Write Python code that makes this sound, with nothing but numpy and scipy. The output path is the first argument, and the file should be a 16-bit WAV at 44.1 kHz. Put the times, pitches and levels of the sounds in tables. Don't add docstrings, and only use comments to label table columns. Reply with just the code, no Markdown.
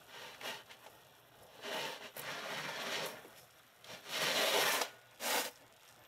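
import sys
import numpy as np
from scipy import signal
from scipy.fft import rfft, irfft
from scipy.io import wavfile
from scipy.ndimage import uniform_filter1d

SR = 44100
rng = np.random.default_rng(int(sys.argv[2]) if len(sys.argv) > 2 else 0)


def master_out(mix):
    frames = np.transpose(np.atleast_2d(mix))
    ceiling = np.clip(frames, -1, 1)
    pcm = np.round(ceiling * 32767).astype(np.int16)
    wavfile.write(sys.argv[1], SR, pcm)


N = 267687
T = np.arange(N) / SR

# f/Hz, level/dB
BED_EQ = [(25, -13), (116, -2), (361, -3), (672, 2), (1050, -6.5), (1930, -31.5), (2200, -26), (3490, -19),
          (4950, -33.5), (5670, -24), (6310, -82), (13400, -21), (15800, -36)]
SLAB_EQ = [(35, -43), (60, -34), (136, -10), (227, -7.5), (300, -7.5), (361, -11.5), (406, -3), (604, -3),
           (1270, -6.5), (1650, -5.5), (3310, -8), (8220, -9), (12500, -4.5), (15800, -14)]
PAN_EQ = [(35, -110), (60, -39), (255, 4), (379, -11.5), (489, 0), (604, -1.5), (919, -1.5), (1220, -6),
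          (12800, -8.5), (15800, -11.5)]
# f/Hz, width/Hz, level/dB
RUSTLE_MODES = [(5300, 150, 12), (10500, 200, 5), (12200, 500, 4)]
SLAB_MODES = [(145, 25, 7), (230, 20, 4), (410, 40, 3), (660, 80, 3), (940, 40, 4), (1184, 30, 4),
              (1420, 40, 4), (1650, 35, 5), (1775, 35, 4), (2070, 80, 4), (2350, 40, 3), (3044, 80, 3),
              (3320, 70, 3), (4015, 50, 4), (5600, 700, 3)]
BACK_MODES = [(160, 120, -6), (455, 100, 5), (700, 200, -3), (1300, 250, -3), (910, 90, 6), (2200, 300, -7),
              (2850, 450, 4)]
EDGE_MODES = [(3400, 1000, 4)]
PAN_MODES = [(490, 50, 5), (921, 95, 4), (1100, 150, -5), (1457, 15, 5), (1750, 40, 4), (2190, 60, 5),
             (2730, 50, 4), (4020, 40, 4), (4450, 400, -5), (4730, 70, 3), (5680, 70, 4), (6180, 70, 5),
             (7020, 280, 4), (8780, 100, 4), (12500, 400, 3)]
OVEN_NOTCH = (4860, 380, -11)
BUBBLE_HZ = (1500, 2700, 3600, 5700, 7200, 9000, 11000, 13000)
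# t/s, level/dB
RUSTLES = [(.9, -68), (1.42, -69), (3.378, -58), (5.52, -66), (5.878, -66.5)]
# t/s, peak level/dB, f/Hz
CRACKS = [(0.663, -53, 4500), (1.432, -46, 10200), (2.167, -32, 12200), (2.179, -31, 12700),
          (2.194, -28, 12800), (2.217, -39, 9000), (3.0594, -35, 11000), (3.281, -49, 11000),
          (4.816, -21, 4800), (5.512, -45, 11500), (5.558, -49.5, 5500), (5.879, -51, 5600)]
# t/s, peak level/dB ahead of the pan's resonances, f/Hz, t60/s
BLOWS = [(0.346, -44, 1740, 0.036), (0.413, -36, 1810, 0.022), (0.711, -43.5, 2780, 0.097),
         (0.863, -42, 610, 0.12), (0.865, -47, 3000, 0.06), (2.009, -46, 640, 0.051),
         (2.167, -37.5, 614, 0.034), (2.199, -38.5, 443, 0.039), (3.247, -44.5, 400, 0.13),
         (3.844, -41, 3500, 0.03), (4.813, -23.5, 830, 0.03), (4.818, -23, 750, 0.04),
         (5.329, -35.5, 434, 0.12)]
# t/s, f/Hz, peak level/dB, t60/s
LONG_RING = (4.813, 1457, -54, .95)
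# low mid/dB, high mid/dB, treble/dB
SHORT_SHOVES = [(0.147, 0.298, -57, -57, 0.086, 0.11, -6, -1.5, -14),
                (0.456, 0.548, -49, -55.5, 0.06, 0.081, -2.5, 1.5, -9.5),
                (0.709, 0.746, -58, -66.5, 0.02, 0.033, -5, 1, -20),
                (0.831, 0.849, -64, -60.5, 0.057, 0.024, -9, -13, -5),
                (1.5, 1.644, -75.5, -66.5, 0.041, 0.056, 7.5, 4, -9),
                (1.671, 1.92, -50.5, -52.5, 0.062, 0.077, 2, 3.5, -10),
                (2.034, 2.052, -54.5, -54.5, 0.059, 0.067, -1.5, 0, -15),
                (3.883, 3.955, -66, -67, 0.052, 0.068, 7.5, 13, -1.5),
                (5.265, 5.4, -45.5, -45, 0.075, 0.055, 3.5, 1.5, 2.5),
                (5.453, 5.471, -53, -60.5, 0.023, 0.033, 10.5, 7, 8.5)]
# low mid/dB, high mid/dB, treble/dB
LONG_PULLS = [
    [(2.14, -68, -3, -9, -3), (2.17, -63.5, 6.5, 5.5, 1), (2.27, -47.5, -7.5, -3, -16),
     (2.45, -51.5, 1, 3, -13), (2.68, -47, -7.5, -3, -15), (2.74, -50, -2, -0.5, -15),
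     (2.92, -50, 3.5, 8, -8), (3.05, -54.5, 10, 8.5, -7), (3.065, -56.5, 11.5, 9, 9),
     (3.17, -58, -2.5, -9.5, -10.5), (3.285, -66.5, 1, -20, -3), (3.4, -65.5, -4, 6, -11)],
    [(4.02, -71.5, -1, 8, -6), (4.12, -52.5, 3, 8, -3.5), (4.23, -39.5, -5, 2.5, -9), (4.32, -52, 9, 12, 1),
     (4.5, -51.5, 13.5, 14.5, 6), (4.57, -47.5, 14.5, 8.5, 4), (4.66, -35, -6, -4, -7),
     (4.745, -43, 0.5, 0.5, 2.5), (4.8, -49.5, 2.5, 1, -4), (4.82, -52.5, 4, 7.5, 4.5),
     (4.87, -61.5, 2, 4, -10), (4.96, -86, 6, 3, 3)],
]
# level/dB, then the same three trims
REST_ON_SLAB, REST_ON_PAN = (-71.5, -9, -7, -3.5), (-67.5, -16, -12.5, -10)
LEAVES_BACK_S, AT_EDGE_S = (2.08, 2.16), (4.28, 4.47, 4.55, 4.63)
ONTO_PAN_S, CARRIED_CLOSE_S = (4.7, 5.0), (5.1, 5.9)


def undb(db):
    return 10 ** (np.asarray(db) / 20)


def level(x, db):
    return x * undb(db) / np.sqrt(np.mean(x ** 2))


def colour(x, curve, modes=()):
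    size = 2 ** 14
    f = np.maximum(np.fft.rfftfreq(size, 1 / SR), 1)
    hz, db = np.transpose(curve)
    power = undb(2 * np.interp(np.log(f), np.log(hz), db))
    for mode_hz, width, peak_db in modes:
        power = power * (1 + (undb(2 * peak_db) - 1) / (1 + (2 * (f - mode_hz) / width) ** 2))
    cepstrum = irfft(np.log(power) / 2)
    cepstrum[1:size // 2] *= 2
    cepstrum[size // 2 + 1:] = 0
    return signal.oaconvolve(x, irfft(np.exp(rfft(cepstrum))))[:len(x)]


def band(x, lo_hz, hi_hz, order=2):
    sos = signal.butter(order, [lo_hz, min(hi_hz, 20000)], "band", fs=SR, output="sos")
    return signal.sosfilt(sos, x)


def lows(x, hz):
    return signal.sosfiltfilt(signal.butter(2, hz, fs=SR, output="sos"), x)


def drift(per_s):
    held = rng.standard_normal(4000)[(T * per_s).astype(int) % 4000]
    hold = int(SR / per_s)
    return level(uniform_filter1d(uniform_filter1d(held, hold), hold), 0)


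def grains(per_s, cap_db, spread_db=2.5):
    chance, polarity, size = rng.random((3, N))
    size_db = np.minimum(-spread_db * np.log(size + 1e-9), cap_db)
    return (chance < per_s / SR) * np.sign(polarity - .5) * undb(size_db)


def burst(at_s, peak_db, hz, t60, edge_ratio, strike=5):
    t = np.arange(SR // 5) / SR
    hit = (rng.standard_normal(len(t)) + strike * (t == 0)) * undb(-60 * t / t60)
    hit = band(hit, hz / edge_ratio, hz * edge_ratio, order=1)
    hit = hit * undb(peak_db) / np.abs(hit).max()
    return np.bincount(int(at_s * SR) + np.arange(len(t)), hit, N + SR)[:N]


def room(x, t60=.5, treble_t60=.073, wet_db=-24):
    t = np.arange(SR // 2) / SR
    noise = rng.standard_normal(len(t)) * (t > .003)
    body = band(noise, 53, 2200, order=1)
    tail = body * undb(-60 * t / t60) + (noise - body) * undb(-60 * t / treble_t60)
    return x + signal.oaconvolve(x, tail / np.linalg.norm(tail) * undb(wet_db))[:N]


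def oven(x, count=12, t60=.09, wet_db=-6, shifts_per_s=30):
    t = np.arange(SR // 5) / SR
    out = x
    for k in range(count):
        ring = rng.standard_normal(len(t)) * undb(-60 * t / t60) * (t > .001)
        send = np.maximum(np.cos(2 * np.pi * (T * shifts_per_s - k) / count), 0) * np.sqrt(4 / count)
        out = out + signal.oaconvolve(x * send, ring / np.linalg.norm(ring) * undb(wet_db))[:N]
    return out / np.sqrt(1 + undb(2 * wet_db))


def kitchen_bed(hum_hz=118, hum_db=-80.5):
    air = level(colour(rng.standard_normal(N), BED_EQ), db=-67.5)
    flare = undb(1.5 * drift(per_s=9))
    bubbles = sum(band(grains(per_s=160, cap_db=7), hz / 1.12, hz * 1.12) / np.sqrt(hz)
                  for hz in BUBBLE_HZ)
    sizzle = level(colour(bubbles * flare, BED_EQ), db=-68)
    hum = undb(hum_db + 1.8 * drift(per_s=22)) * np.sqrt(2) * np.sin(2 * np.pi * hum_hz * T)
    return oven(air * undb(2.7 * drift(per_s=17)) + sizzle) + hum


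def fat_crackle(far_db=-75.5, near_db=-69):
    clicks = level(band(grains(per_s=70, cap_db=8), 2500, 10000), 0)
    return clicks * undb(np.interp(T, CARRIED_CLOSE_S, (far_db, near_db)))


def sleeve_rustle(rise_db_per_s=504, fade_db_per_s=138):
    bright_eq = [(2500, -6), (4800, -2), (5600, 3), (9500, 0), (13000, 3), (16000, -14)]
    fibres = colour(grains(per_s=3500, cap_db=15, spread_db=3), bright_eq, RUSTLE_MODES)
    envelope = sum(undb(db + np.minimum(rise_db_per_s * (T - s), fade_db_per_s * (s - T)))
                   for s, db in RUSTLES)
    return level(fibres, 0) * envelope


def crust_cracks():
    return sum(burst(s, db, hz, t60=.036, edge_ratio=1.15) for s, db, hz in CRACKS)


def pan_knocks():
    blows = sum(burst(s, db, hz, t60, edge_ratio=1.25) for s, db, hz, t60 in BLOWS)
    s, hz, db, t60 = LONG_RING
    since = np.maximum(T - s, 0)
    ring = np.sin(2 * np.pi * hz * since) * undb(db - 60 * since / t60)
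    return colour(blows, [(20, 0), (20000, 0)], PAN_MODES) + ring


def slab(push, strong=1.4, weak=.3):
    back = np.interp(T, LEAVES_BACK_S, (1, 0))
    edge = np.interp(T, AT_EDGE_S, (0, 1, 1, 0))
    sway = (1 + np.tanh(drift(per_s=8))) / 2
    out = 0
    for share, emphasis in ((sway, (strong, weak)), (1 - sway, (weak, strong))):
        modes = [(hz, width, db * emphasis[k % 2]) for k, (hz, width, db) in enumerate(SLAB_MODES)]
        for here, place_modes in ((back, BACK_MODES), (edge, EDGE_MODES), (1 - back - edge, [])):
            out = out + colour(push * share * here, SLAB_EQ, modes + place_modes + [OVEN_NOTCH])
    return out


def shove(start_s, end_s, start_db, end_db, attack_s, release_s, arch_db=2):
    along = np.interp(T, (start_s, end_s), (0, 1))
    speed = np.interp(T, (start_s - attack_s, start_s, end_s, end_s + release_s), (0, 1, 1, 0))
    return undb(start_db + (end_db - start_db) * along + arch_db * np.sin(np.pi * along)) * speed ** .96


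def rasp_faders(pan_share):
    def band_power(gain, low_mid_db, high_mid_db, treble_db):
        return np.array([gain * undb(db) for db in (low_mid_db, 0, high_mid_db, treble_db)]) ** 2

    rest_db, *trims = (a + (b - a) * pan_share for a, b in zip(REST_ON_SLAB, REST_ON_PAN))
    power = band_power(undb(rest_db), *trims)
    for row in SHORT_SHOVES:
        power += band_power(shove(*row[:6]), *row[6:])
    for pull in LONG_PULLS:
        times, *columns = np.transpose(pull)
        pull_db, *trims = (np.interp(T, times, column) for column in columns)
        power += band_power(undb(pull_db) * (T > times[0]) * (T < times[-1]), *trims)
    return np.sqrt(power)


def pizza_drag(judder_db=1.5):
    slips = grains(per_s=12000, cap_db=12) * undb(drift(per_s=30))
    pan_share = np.interp(T, ONTO_PAN_S, (0, 1))
    faders = rasp_faders(pan_share)
    deep, low, mid, high = (lows(slips, hz) for hz in (330, 1000, 2250, 4800))
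    thrum = deep * undb(np.interp(T, (4.4, 4.46), (0, -13.5)))
    thrum *= np.sqrt(faders[0] / faders[1])
    low_mid, body, high_mid, treble = low - deep, thrum + mid - low, high - mid, slips - high
    on_slab = on_pan = 0
    for part, fader in zip((low_mid, body, high_mid, treble), faders):
        push = part * fader * undb(judder_db * drift(per_s=70))
        on_slab += push * np.sqrt(1 - pan_share) / np.std(colour(part, SLAB_EQ, SLAB_MODES))
        on_pan += push * np.sqrt(pan_share) / np.std(colour(part, PAN_EQ, PAN_MODES))
    return slab(on_slab) + colour(on_pan, PAN_EQ, PAN_MODES)


def scene():
    in_oven = oven(pizza_drag() + sleeve_rustle() + fat_crackle())
    mono = room(in_oven + pan_knocks() + crust_cracks()) + kitchen_bed()
    return np.array([mono, mono])


def record(dry, top_hz=15715):
    return signal.sosfilt(signal.ellip(16, .3, 70, top_hz, fs=SR, output="sos"), dry)


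dry = scene()
out = record(dry)
master_out(out)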